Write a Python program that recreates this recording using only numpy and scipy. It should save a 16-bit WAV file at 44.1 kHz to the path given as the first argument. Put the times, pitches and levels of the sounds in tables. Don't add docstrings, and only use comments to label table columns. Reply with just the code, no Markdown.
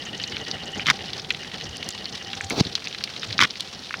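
import sys
import numpy as np
from scipy.fft import rfft, irfft, next_fast_len
from scipy.io import wavfile
from scipy.ndimage import map_coordinates

SR = 44100
rng = np.random.default_rng(int(sys.argv[2]) if len(sys.argv) > 2 else 0)


def master_out(mix):
    frames = np.transpose(np.atleast_2d(mix))
    ceiling = np.clip(frames, -1, 1)
    pcm = np.round(ceiling * 32767).astype(np.int16)
    wavfile.write(sys.argv[1], SR, pcm)


N = 176400
BURST_SIZE = 2048
BURST_T, BURST_HZ = np.arange(BURST_SIZE) / SR, np.fft.rfftfreq(BURST_SIZE, 1 / SR)


def amp(db):
    return 10 ** (np.asarray(db) / 20)


def unit(x):
    return x / np.sqrt(np.mean(x ** 2) + 1e-20)


def colour_gain(colour, hz):
    point_hz, point_db = np.transpose(colour)
    return amp(np.interp(np.log(hz + 1), np.log(point_hz + 1), point_db))


def curves(rows):
    times, *columns = np.transpose(rows)
    return [np.interp(np.arange(N) / SR, times, column) for column in columns]


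def wobble(rate):
    return map_coordinates(rng.standard_normal(N // 8), [np.arange(N) * rate / SR + 2])


def filtered(x, response):
    size = next_fast_len(N + SR // 2)
    return irfft(rfft(x, size) * response(np.fft.rfftfreq(size, 1 / SR)), size)[:N]


def noise(colour):
    return unit(filtered(rng.standard_normal(N), lambda hz: colour_gain(colour, hz)))


def resonance(f, hz, width):
    return 1j * f * width / (hz * hz - f * f + 1j * f * width)


def burst(envelope, gain, length_s, crack=1.57):
    cepstrum = irfft(np.log(np.maximum(gain, 1e-6)))
    cepstrum[1:BURST_SIZE // 2] *= 2
    cepstrum[BURST_SIZE // 2 + 1:] = 0
    spray = rfft(envelope * rng.standard_normal(BURST_SIZE))
    sound = irfft((crack + spray) * np.exp(rfft(cepstrum)))
    return unit(sound) * np.sqrt(length_s / BURST_T[-1])


def add(out, start, x):
    part = out[max(round(start * SR), 0):][:len(x)]
    part += x[:len(part)]


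def snap(hz, width_hz=900, click_db=-22, decay_s=0.00086, echo_s=0.0055, echo_db=-8):
    # frequency in Hz, gain in dB.
    colour = [(600, -7), (1500, 7), (6300, 2), (7500, -9), (15000, -18)]
    band = np.exp(-.5 * ((BURST_HZ - hz) / width_hz) ** 2)
    gain = (band + amp(click_db)) * colour_gain(colour, BURST_HZ)
    envelope = np.exp(-BURST_T / decay_s) + amp(echo_db) * np.exp(-BURST_T / echo_s)
    return burst(envelope, gain, length_s=0.002)


def near_shrimp():
    # start in seconds, level in dB, band centre in Hz.
    snaps = [(.199, -23, 3240), (.238, -18.5, 3930), (0.367, -20.5, 2970), (0.513, -18.5, 4550),
             (.796, -20.5, 2280), (0.8592, -19, 2820), (1.133, -21, 4050), (1.197, -24.5, 4470),
             (1.3054, -11.5, 2840), (1.347, -23, 3330), (1.611, -24.5, 3300), (1.827, -21.5, 3220),
             (1.978, -29, 3600), (2.056, -22.5, 4120), (2.332, -21, 3070), (2.409, -20, 1940),
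             (2.506, -18, 2380), (2.651, -23.5, 4170), (2.668, -23.5, 3720), (2.753, -13, 4400),
             (2.872, -20.5, 3430), (2.928, -28.5, 3250), (2.947, -23.5, 3100), (2.985, -27, 3900),
             (3.009, -31, 1800), (3.039, -16, 4320), (3.075, -27, 2660), (3.164, -25.5, 3430),
             (3.231, -20.5, 3200), (3.327, -19.5, 3900), (3.380, -17.5, 4600), (3.507, -22.5, 4550),
             (3.606, -20.5, 3950), (3.908, -23.5, 1780), (3.941, -18, 2100)]
    out = np.zeros(N)
    for start, db, hz in snaps:
        add(out, start, amp(db) * snap(hz))
    return out


def parrotfish(release_s=0.0015, spread_octaves=.04):
    # start in seconds, level in dB, length in seconds, treble tilt in dB per octave.
    slips = [(0.867, -14, 0.0013, -1.5), (0.874, -21, 0.0062, 1), (0.884, -15, 0.0052, -8),
             (0.893, -14.5, 0.0012, -2.5), (0.9, -9, 0.004, 0.5), (0.906, -16, 0.0056, -1.5),
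             (3.391, -8, 0.00084, -8), (3.403, -13, 0.0045, -6), (3.4123, -7.5, 0.0014, 0),
             (3.415, -17.5, 0.0096, 3), (3.4239, -10, 0.0024, -10), (3.432, -14.5, 0.0074, -0.5),
             (3.443, -17.5, 0.0099, -6)]
    # frequency in Hz, relative level of the beak's scrape in dB.
    beak_colour = [(40, -26), (130, -1), (740, -20), (1150, 1), (1700, -2.5), (2100, 2), (2700, -5),
                   (3300, 3), (3950, -5), (5700, -6), (7500, -23.5), (15000, -34.5)]
    treble_octaves = np.log2(np.clip(BURST_HZ, 2000, 6000) / 2000)
    out = np.zeros(N)
    for start, db, length, tilt_db in slips:
        envelope = np.exp(-np.maximum(BURST_T - length, 0) / release_s)
        shift = 2 ** (spread_octaves * rng.standard_normal())
        gain = colour_gain(beak_colour, BURST_HZ * shift) * amp(tilt_db * treble_octaves)
        add(out, start, amp(db) * burst(envelope, gain, length + release_s / 2))
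    return out


def housing_rub():
    # time in seconds, level of the low drag in dB, level of the rasp in dB.
    rub_levels = [(2.495, -61, -54), (2.508, -27.5, -31), (2.56, -32.5, -44), (2.58, -25, -33),
                  (2.599, -25, -23), (2.6075, -18, -11), (2.612, -55, -50)]
    # frequency in Hz, relative level in dB.
    drag_colour = [(40, -12), (130, 0.5), (350, 1.5), (800, -4), (4000, -37.5)]
    rasp_colour = [(1900, -12), (2550, -3), (3000, -10), (4400, 3), (5100, -7), (5800, -5), (7800, -25),
                   (15800, -50)]
    drag_db, rasp_db = curves(rub_levels)
    drag = noise(drag_colour)
    rasp = unit(noise(rasp_colour) * amp(2 * wobble(700)))
    return amp(drag_db) * drag + amp(rasp_db) * rasp


def housing_thumps(first_hz=233, halving_s=0.01, decay_s=0.0028, rise_s=.0014):
    # start in seconds, gain in dB.
    thumps = [(2.6088, 4.5), (2.658, -15), (2.669, -15)]
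    cycles = first_hz * halving_s * np.log1p(BURST_T / halving_s)
    envelope = np.exp(-BURST_T / decay_s) * (1 - np.exp(-BURST_T / rise_s))
    out = np.zeros(N)
    for start, db in thumps:
        add(out, start, amp(db) * envelope * np.cos(2 * np.pi * cycles))
    return out


def bright_ticks(decay_s=.0011):
    # start in seconds, level in dB.
    ticks = [(1.769, -36.5), (1.889, -26), (2.500, -28), (2.7539, -36), (3.04, -33), (3.607, -31)]
    # frequency in Hz, relative level in dB.
    tick_colour = [(200, -29), (2500, -7), (5500, 6), (7500, -1), (10000, -3), (12500, -14)]
    gain = colour_gain(tick_colour, BURST_HZ)
    out = np.zeros(N)
    for start, db in ticks:
        add(out, start, amp(db) * burst(np.exp(-BURST_T / decay_s), gain, length_s=0.0055))
    return out


def far_shrimp(snaps_per_s=65, centre_hz=4000, spread_octaves=.45, spread_db=3.5):
    # frequency in Hz, relative level in dB.
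    haze_colour = [(300, -15), (1000, 3.5), (2000, 3.5), (3400, 11), (5600, 6.5), (7300, -7.5),
                   (15000, -29)]
    hiss_colour = [(4000, -4), (10000, -0.5), (13000, -7)]
    haze = unit(noise(haze_colour) * amp(4.04 * wobble(120)))
    crackle = np.zeros(N)
    for _ in range(int(snaps_per_s * N / SR)):
        start = rng.uniform(0, N / SR)
        size, pitch = np.clip(rng.standard_normal(2), -2, 2)
        hz = centre_hz * 2 ** (spread_octaves * pitch)
        add(crackle, start, amp(spread_db * min(size, 1.4)) * snap(hz))
    return amp(-42.5) * unit(crackle) + amp(-41.5) * haze + amp(-60.5) * noise(hiss_colour)


def water(surge_db=2.5):
    # time in seconds, level of the rumble in dB.
    rumble_levels = [(0, -42), (.55, -38), (1.5, -41.5), (2.5, -41.5), (2.8, -43.5), (3.34, -40.5),
                     (3.55, -49), (4, -43.5)]
    # frequency in Hz, relative level in dB.
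    rumble_colour = [(20, -12), (85, 1.5), (190, 4.5), (300, -1), (460, -0.5), (620, -6), (800, -1.5),
                     (1000, -14), (2000, -10), (5000, -63)]
    rumble = unit(noise(rumble_colour) * amp(surge_db * wobble(34.85)))
    return amp(curves(rumble_levels)[0]) * rumble


def hum_and_bumps():
    # middle in seconds, level in dB, pitch in Hz, half length in seconds.
    tones = [(0.787, -46.5, 785, 0.42), (1.71, -34, 88, 0.034), (2.357, -40.5, 793, 0.12),
             (2.453, -37, 90.2, 0.024), (3.306, -37, 102.8, 0.032)]
    t, out = np.arange(N) / SR, np.zeros(N)
    for middle, db, hz, half_length in tones:
        swell = amp(db) * np.exp(-((t - middle) / half_length) ** 2)
        flutter = 1 + .5 * wobble(39.86)
        out += swell * flutter * np.sin(2 * np.pi * hz * t + wobble(60))
    return out


def motor(pulses_per_s=15, pulse_s=0.04):
    # first pulse in seconds, end in seconds, level in dB.
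    spells = [(0.013, .87, -34.5), (0.946, 1.155, -40), (1.411, 2.32, -38.5), (2.703, 3.85, -49)]
    # centre in Hz, width in Hz, gain in dB.
    modes = [(1900, 190, -7), (2850, 60, -1), (2980, 260, -2)]

    def ring(f):
        return sum(amp(db) * abs(resonance(f, hz, width)) ** 2 for hz, width, db in modes)

    t, pulses = np.arange(N) / SR, np.zeros(N)
    for first, end, db in spells:
        for middle in np.arange(first, end, 1 / pulses_per_s):
            pulses += amp(db) * np.exp(-(2 * (t - middle) / pulse_s) ** 4)
    return pulses * unit(filtered(rng.standard_normal(N), ring))


def scene():
    close = water() + hum_and_bumps() + housing_rub() + bright_ticks() + housing_thumps() + motor()
    return (close + parrotfish() + near_shrimp() + far_shrimp())[None]


def record(dry, low_cut_hz=52, top_hz=16000):
    # centre in Hz, width in Hz.
    notches = [(2890, 48), (11700, 1170)]

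    def response(f):
        cut_width = low_cut_hz * np.sqrt(2)
        low_cut = resonance(f, low_cut_hz, cut_width) * 1j * f / cut_width
        return low_cut * np.prod([1 - resonance(f, hz, width) for hz, width in notches], axis=0)

    clipped = np.clip(filtered(dry[0], response), -1, 1)
    return filtered(clipped, lambda hz: hz < top_hz)[None]


dry = scene()
out = record(dry)
master_out(out)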